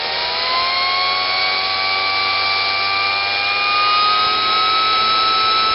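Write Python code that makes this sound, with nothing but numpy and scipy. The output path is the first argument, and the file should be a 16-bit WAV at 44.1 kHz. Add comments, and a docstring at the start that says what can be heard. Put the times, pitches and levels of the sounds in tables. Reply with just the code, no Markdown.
"""A home-made turbine of tin cans speeds up outdoors, its twelve-blade fan whining over a rush of air.
All along, the air roars in the cans, the uneven rotor buzzes, a motor hums and a few low thuds sound.
After three seconds the rotor surges again, and the whine grows louder.
Near the end a gas torch is brought to the outlet and its flame rumbles softly in the draught."""
import sys
import numpy as np
from scipy import signal
from scipy.fft import rfft, irfft
from scipy.io import wavfile

SR = 44100
rng = np.random.default_rng(int(sys.argv[2]) if len(sys.argv) > 2 else 0)


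def digitize_waveform(pressure):
    """Quantize a signal to 16-bit integers and store it at the path in sys.argv[1].

    Rows of a 2-D input are taken as channels; values are limited to [-1, 1].
    """
    field = np.atleast_2d(pressure).T
    bounded = np.clip(field, -1, 1)
    quanta = np.round(bounded * 32767).astype(np.int16)
    wavfile.write(sys.argv[1], SR, quanta)


N = 253134
TIME = np.arange(N) / SR
HZ = np.fft.rfftfreq(N, 1 / SR)
BLADE_COUNT, DRONE_MULTIPLE = 12, 8


# A quick run-up, then a smaller surge. Each row: time in seconds, turns a second.
ROTOR_SPEED = [(0.0, 76.07), (0.13, 77.76), (0.46, 84.3), (0.74, 88.75), (1.03, 91.49), (1.76, 95.52),
               (2.01, 96.36), (2.76, 97.63), (3.22, 99.15), (3.83, 102.0), (4.25, 105.57), (4.7, 107.56),
               (5.06, 108.42), (5.74, 108.93)]
def rotor_speed():
    """Turns a second of the rotor, which wobbles slightly in the uneven stream."""
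    return curve(ROTOR_SPEED) + 0.036 * drift(rate_hz=4.3)


# The whine's lowest tone. Each row: time in seconds, level in dB.
WHINE_LEVEL = [(0.0, -33), (0.11, -35.5), (0.22, -29), (0.42, -31), (0.51, -22.5), (0.58, -19.5),
               (0.74, -26), (0.83, -22.5), (1.06, -22.5), (1.42, -28.5), (1.75, -27), (2.27, -23.5),
               (2.68, -26.5), (3.01, -23.5), (3.24, -28), (3.35, -36), (3.47, -28), (3.6, -25),
               (3.79, -17.5), (4.08, -16), (4.42, -21.5), (4.56, -18), (5.74, -18)]
# Its overtones. Each row: multiple of that tone's pitch, base level in dB when slow, and when fast.
WHINE_OVERTONES = [(2, -23, -26), (3, -29, -22.5), (4, -26, -26.5), (5, -28.5, -28)]
def whine(turns, speed, cans, flutter_db=0.2362, flutter_hz=12):
    """The blades cut the stream and sing; eddies shake the higher overtones most."""
    levels = {1: curve(WHINE_LEVEL)}
    for k, slow_db, fast_db in WHINE_OVERTONES:
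        levels[k] = tone_db(k * BLADE_COUNT, speed, slow_db, fast_db, cans, ring=0.92)
    out = np.zeros(N)
    for k, db in levels.items():
        gain = amp(db + flutter_db * k * drift(flutter_hz))
        wander = 0.003 * k * drift(flutter_hz)
        out += gain * tone(k * BLADE_COUNT * turns + wander)
    return out


# The air stream. Each row: time in seconds, change of level in dB.
AIR_STRENGTH = [(0.0, -0.5), (0.45, 1), (0.95, -1), (1.5, 0.3), (1.85, -1), (2.42, 0), (2.85, -1.2),
                (3.35, -0.6), (3.7, -0.65), (4.5, 0), (4.85, -0.4), (5.2, -0.5), (5.74, -0.5)]
def rush(turns, cans, level_db=-21, gust_db=0.3):
    """Swirling air rings the cans, lightly chopped by every turn and every blade."""
    chop = 1 + 0.045 * tone(turns) + 0.11 * tone(BLADE_COUNT * turns)
    air = shaped(rng.standard_normal(N) * chop, cans)
    air = unit_level(add_echoes(air))
    return air * amp(level_db + curve(AIR_STRENGTH) + gust_db * drift(rate_hz=6.3))


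# Pitches at which the cans and their air ring. Each row: pitch in Hz, half width in Hz, gain in dB.
CAN_RESONANCES = [(495, 78, -7), (724, 86, -4), (830, 75, -7.5), (1055, 71, -10), (1290, 177, -6),
                  (1577, 98, -7.5), (2092, 353, -6.5), (2338, 150, -2), (2835, 130, -4.5),
                  (3258, 100, -3.5), (3500, 110, -5.5), (3940, 300, -3.5), (4266, 304, 0.14),
                  (4700, 49, -10), (4970, 56, -10.5), (5060, 620, -7), (5244, 57, -3.5)]
# The smooth rush between them. Each row: frequency in Hz, gain in dB.
RUSH_COLOUR = [(10, -29), (30, -21.5), (75, -18.5), (125, -22), (190, -21), (280, -18.5), (1000, -26),
               (5500, -14.5)]
def can_response():
    """How strongly the cans pass each frequency: rounded peaks over a smooth base."""
    power = sum(amp(db) ** 2 * bump(HZ, hz, width) ** 2 for hz, width, db in CAN_RESONANCES)
    return np.sqrt(power + colour(RUSH_COLOUR, HZ) ** 2)


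# The buzz's tones. Each row: multiple of the rotor speed, base level in dB when slow, and when fast.
BUZZ_TONES = [(2, -33.5, -26.5), (3, -34.5, -28.5), (4, -34, -27), (5, -37, -39), (6, -30.5, -33),
              (7, -30, -30), (9, -33.5, -31.5), (10, -33.5, -28), (11, -34, -34), (13, -34.5, -28),
              (14, -40.5, -35.5), (15, -31, -35), (16, -33.5, -29.5), (17, -37, -46), (18, -38.5, -32.5),
              (19, -40, -36.5), (20, -40.5, -38.5), (21, -40.5, -30.5), (22, -39, -35), (23, -36.5, -38),
              (25, -35.5, -39), (26, -39, -41.5), (27, -41, -38), (28, -35.5, -32), (31, -46.5, -38.5),
              (33, -52, -36.5), (37, -40.5, -40.5), (38, -45, -35.5), (39, -36, -46), (40, -40, -44.5),
              (41, -43.5, -42), (42, -39.5, -49), (43, -34.5, -37), (44, -42.5, -48), (47, -43.5, -40),
              (49, -39, -40), (52, -33, -41)]
def buzz(turns, speed, cans, faint_db=-45, waver_db=1.74):
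    """No two blades are bent alike, so many multiples of the rotor speed sound too."""
    levels = {k: (faint_db, faint_db) for k in range(2, 51) if k % BLADE_COUNT and k != DRONE_MULTIPLE}
    levels.update({k: (slow_db, fast_db) for k, slow_db, fast_db in BUZZ_TONES})
    out = np.zeros(N)
    for k, (slow_db, fast_db) in levels.items():
        coarse_db = tone_db(k, speed[::256], slow_db, fast_db, cans, ring=1.15)
        db = np.interp(TIME, TIME[::256], coarse_db) + waver_db * drift(rate_hz=2.9)
        wander = 0.027 * drift(rate_hz=4.1)
        out += amp(db) * tone(k * turns + wander)
    return out


# Narrow peaks and dips on the way out of the cans. Each row: pitch in Hz, half width in Hz, gain in dB.
CAN_RIPPLE = [(160, 14, 7), (291, 7, 4), (388, 5, 4), (400, 6, -6), (580, 14, -3.5), (720, 16, -8),
              (875, 16, 4), (912, 16, -8), (1030, 20, 5), (1435, 35, -9), (1516, 14, 4), (1590, 22, 4),
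              (1947, 32, -11), (2085, 14, -5), (2140, 34, 2.5), (2225, 8, -5), (2248, 14, 2.5),
              (2284, 11, -6), (2350, 8, -2), (2430, 70, 4.8), (2478, 14, 2.5), (2880, 40, 4.5),
              (3080, 40, 8.5), (3560, 100, -9.2), (3310, 25, 3), (4335, 30, -2.5), (4497, 20, 3),
              (4570, 20, -3), (4660, 14, 3), (4700, 8, 5), (4712, 7, -11), (4825, 65, -14), (4975, 20, 5),
              (5034, 12, -8), (5065, 16, 3)]
SINGING_SPEED, SLOW_SPEED, FAST_SPEED = 90.2, 97.5, 105.4  # turns a second
def tone_db(multiple, speed, slow_db, fast_db, cans, ring):
    """A rotor tone swells as it climbs through each resonance; high tones need speed to sing."""
    hz = multiple * speed
    base_db = np.interp(speed, [SLOW_SPEED, FAST_SPEED], [slow_db, fast_db])
    cans_db = ring * 20 * np.log10(np.interp(hz, HZ, cans))
    ripple_db = sum(db * bump(hz, centre, width) ** 2 for centre, width, db in CAN_RIPPLE)
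    loss_db = 0.13 * np.maximum(SINGING_SPEED - speed, 0) * hz / 1000
    return base_db + cans_db + ripple_db - loss_db + swell_db(multiple, speed)


# Each row: multiple of the rotor speed, critical speed and half width in turns a second, gain in dB.
SPEED_SWELLS = [(1, 120, 3, -6), (2, 102, 3, -7), (7, 101.5, 2.5, -3.5), (9, 98.7, 1.3, 5),
                (10, 78, 7.3, 6), (23, 98, 5, 3), (28, 103, 2.4, 5.5), (24, 82, 1.5, -6.5),
                (24, 100.8, 1.5, 1), (36, 77, 6, -8), (40, 104.5, 4.4, 11), (48, 69, 4, -8),
                (60, 79.5, 2.7, 10), (60, 87.5, 2.5, -3.5)]
def swell_db(multiple, speed):
    """Some tones swell or fade as the rotor nears their own critical speed."""
    return sum(db * bump(speed, centre, width) ** 2
               for k, centre, width, db in SPEED_SWELLS if k == multiple)


# A drone at eight times the rotor speed. Each row: time in seconds, level in dB.
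DRONE_LEVEL = [(0, -38), (0.45, -32.5), (1.1, -29.5), (2.8, -31.5), (3.4, -29), (4.1, -35.5), (4.6, -41.5),
               (5.74, -37.5)]
def rotor_hum(turns, speed, level_db=-49, mount_hz=98):
    """The unbalanced rotor shakes its mount once a turn, most near its resonance, under a higher drone."""
    mount_db = 3.5 * bump(speed, mount_hz, half_width=2.1)
    loss_db = 0.3 * np.maximum(SINGING_SPEED - speed, 0)
    waver_db = 0.5 * drift(rate_hz=5.5)
    shake = amp(level_db + mount_db - loss_db + swell_db(1, speed) + waver_db) * tone(turns)
    drone = amp(curve(DRONE_LEVEL)) * tone(DRONE_MULTIPLE * turns)
    return shake + drone


# The torch flame. Each row: time in seconds, level in dB.
FLAME_LEVEL = [(0, -69), (3.6, -67), (3.85, -47.5), (4.15, -46), (4.35, -38.5), (5.0, -41.5), (5.74, -38.5)]
# Its rumble. Each row: frequency in Hz, relative level in dB.
FLAME_RUMBLE = [(10, -23.5), (40, -11), (90, -2.5), (160, -9), (280, -0.5), (450, 4.5), (700, -7.5),
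                (1500, -16), (5000, -37)]
def flame(flicker_db=0.5):
    """The torch flame rumbles and flickers in the draught."""
    rumble = unit_level(shaped(rng.standard_normal(N), colour(FLAME_RUMBLE, HZ)))
    return rumble * amp(curve(FLAME_LEVEL) - flicker_db * drift(rate_hz=12))


# The motor's tones. Each row: pitch in Hz, level in dB.
MOTOR_TONES = [(72.5, -60), (238.5, -56), (334, -54.5), (382, -45)]
def motor(waver_db=1.3):
    """A motor at constant speed hums in the background."""
    return sum(amp(db + waver_db * drift(rate_hz=0.52)) * tone(hz * TIME) for hz, db in MOTOR_TONES)


# Each row: middle of the thud in seconds, peak level in dB, pitch in Hz.
LOW_THUDS = [(.628, -40, 65), (2.48, -41, 50), (4.269, -29, 95), (4.372, -38, 70), (5.715, -34, 65)]
def thuds():
    """Each thud is one low push and pull of air."""
    out = np.zeros(N)
    for middle, db, hz in LOW_THUDS:
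        angle = 2 * np.pi * hz * (TIME - middle)
        out += amp(db) * angle * np.exp((1 - angle ** 2) / 2)
    return out


def add_echoes(sound, level_db=-16, count=40):
    """Bench, walls and leaves throw back faint early echoes."""
    echoes = np.zeros(SR // 40)
    echoes[rng.integers(SR // 300, SR // 55, count)] = rng.choice([-1., 1.], count)
    return sound + amp(level_db) * signal.oaconvolve(sound, echoes / np.sqrt(count))[:N]


def amp(db):
    """Turns decibels into a gain."""
    return 10 ** (db / 20)


def unit_level(sound):
    """Scales a sound to an average (rms) level of one."""
    return sound / np.sqrt(np.mean(sound ** 2) + 1e-20)


def curve(rows):
    """Joins timed points with straight lines, sample by sample."""
    return np.interp(TIME, *np.transpose(rows))


def bump(x, centre, half_width):
    """A hill that is one at its centre and one half at half_width to either side."""
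    return 1 / (1 + ((x - centre) / half_width) ** 2)


def colour(rows, hz):
    """Joins rows of Hz and dB into a gain at each given frequency."""
    row_hz, db = np.transpose(rows)
    return amp(np.interp(np.log(hz + 1), np.log(row_hz + 1), db))


def shaped(sound, gains):
    """Turns each frequency of a sound up or down by its gain."""
    return irfft(rfft(sound) * gains, N)


def drift(rate_hz):
    """A random wobble of average size one, mostly slower than rate_hz."""
    times = TIME[::128]
    hz = np.fft.rfftfreq(len(times), times[1])
    slow = irfft(rfft(rng.standard_normal(len(times))) * bump(hz, 0, rate_hz), len(times))
    return np.interp(TIME, times, unit_level(slow - slow.mean()))


def tone(cycles):
    """A pure tone of average level one that starts anywhere in its cycle."""
    return np.sqrt(2) * np.sin(2 * np.pi * (cycles + rng.random()))


def lowpass(sound, hz):
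    """Cuts steeply above the given frequency."""
    taps = signal.firwin(371, hz, window=("kaiser", 7), fs=SR)
    return signal.oaconvolve(sound, taps[None], "same")


def scene():
    """The turning rotor drives whine, buzz and hum and chops the rush; both channels are the same."""
    speed = rotor_speed()
    turns = np.cumsum(speed) / SR
    cans = can_response()
    rotor = whine(turns, speed, cans) + buzz(turns, speed, cans) + rotor_hum(turns, speed)
    mono = rotor + rush(turns, cans) + motor() + flame() + thuds()
    return np.array([mono, mono])


# A faint sheen in the treble. Each row: frequency in Hz, gain in dB.
TREBLE_SHEEN = [(6000, -59), (8000, -56.5), (9700, -57.5), (12300, -64), (15500, -69)]
def record(dry, edge_hz=5390, mirror_hz=11025, top_hz=15700):
    """The treble is cut away, and a very faint mirror image of the lower sound takes its place."""
    narrow = lowpass(dry, edge_hz)
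    mirrored = narrow * 2 * np.cos(2 * np.pi * mirror_hz * TIME)
    sheen = shaped(mirrored, colour(TREBLE_SHEEN, HZ))
    return lowpass(narrow + sheen, top_hz)


dry = scene()
out = record(dry)
digitize_waveform(out)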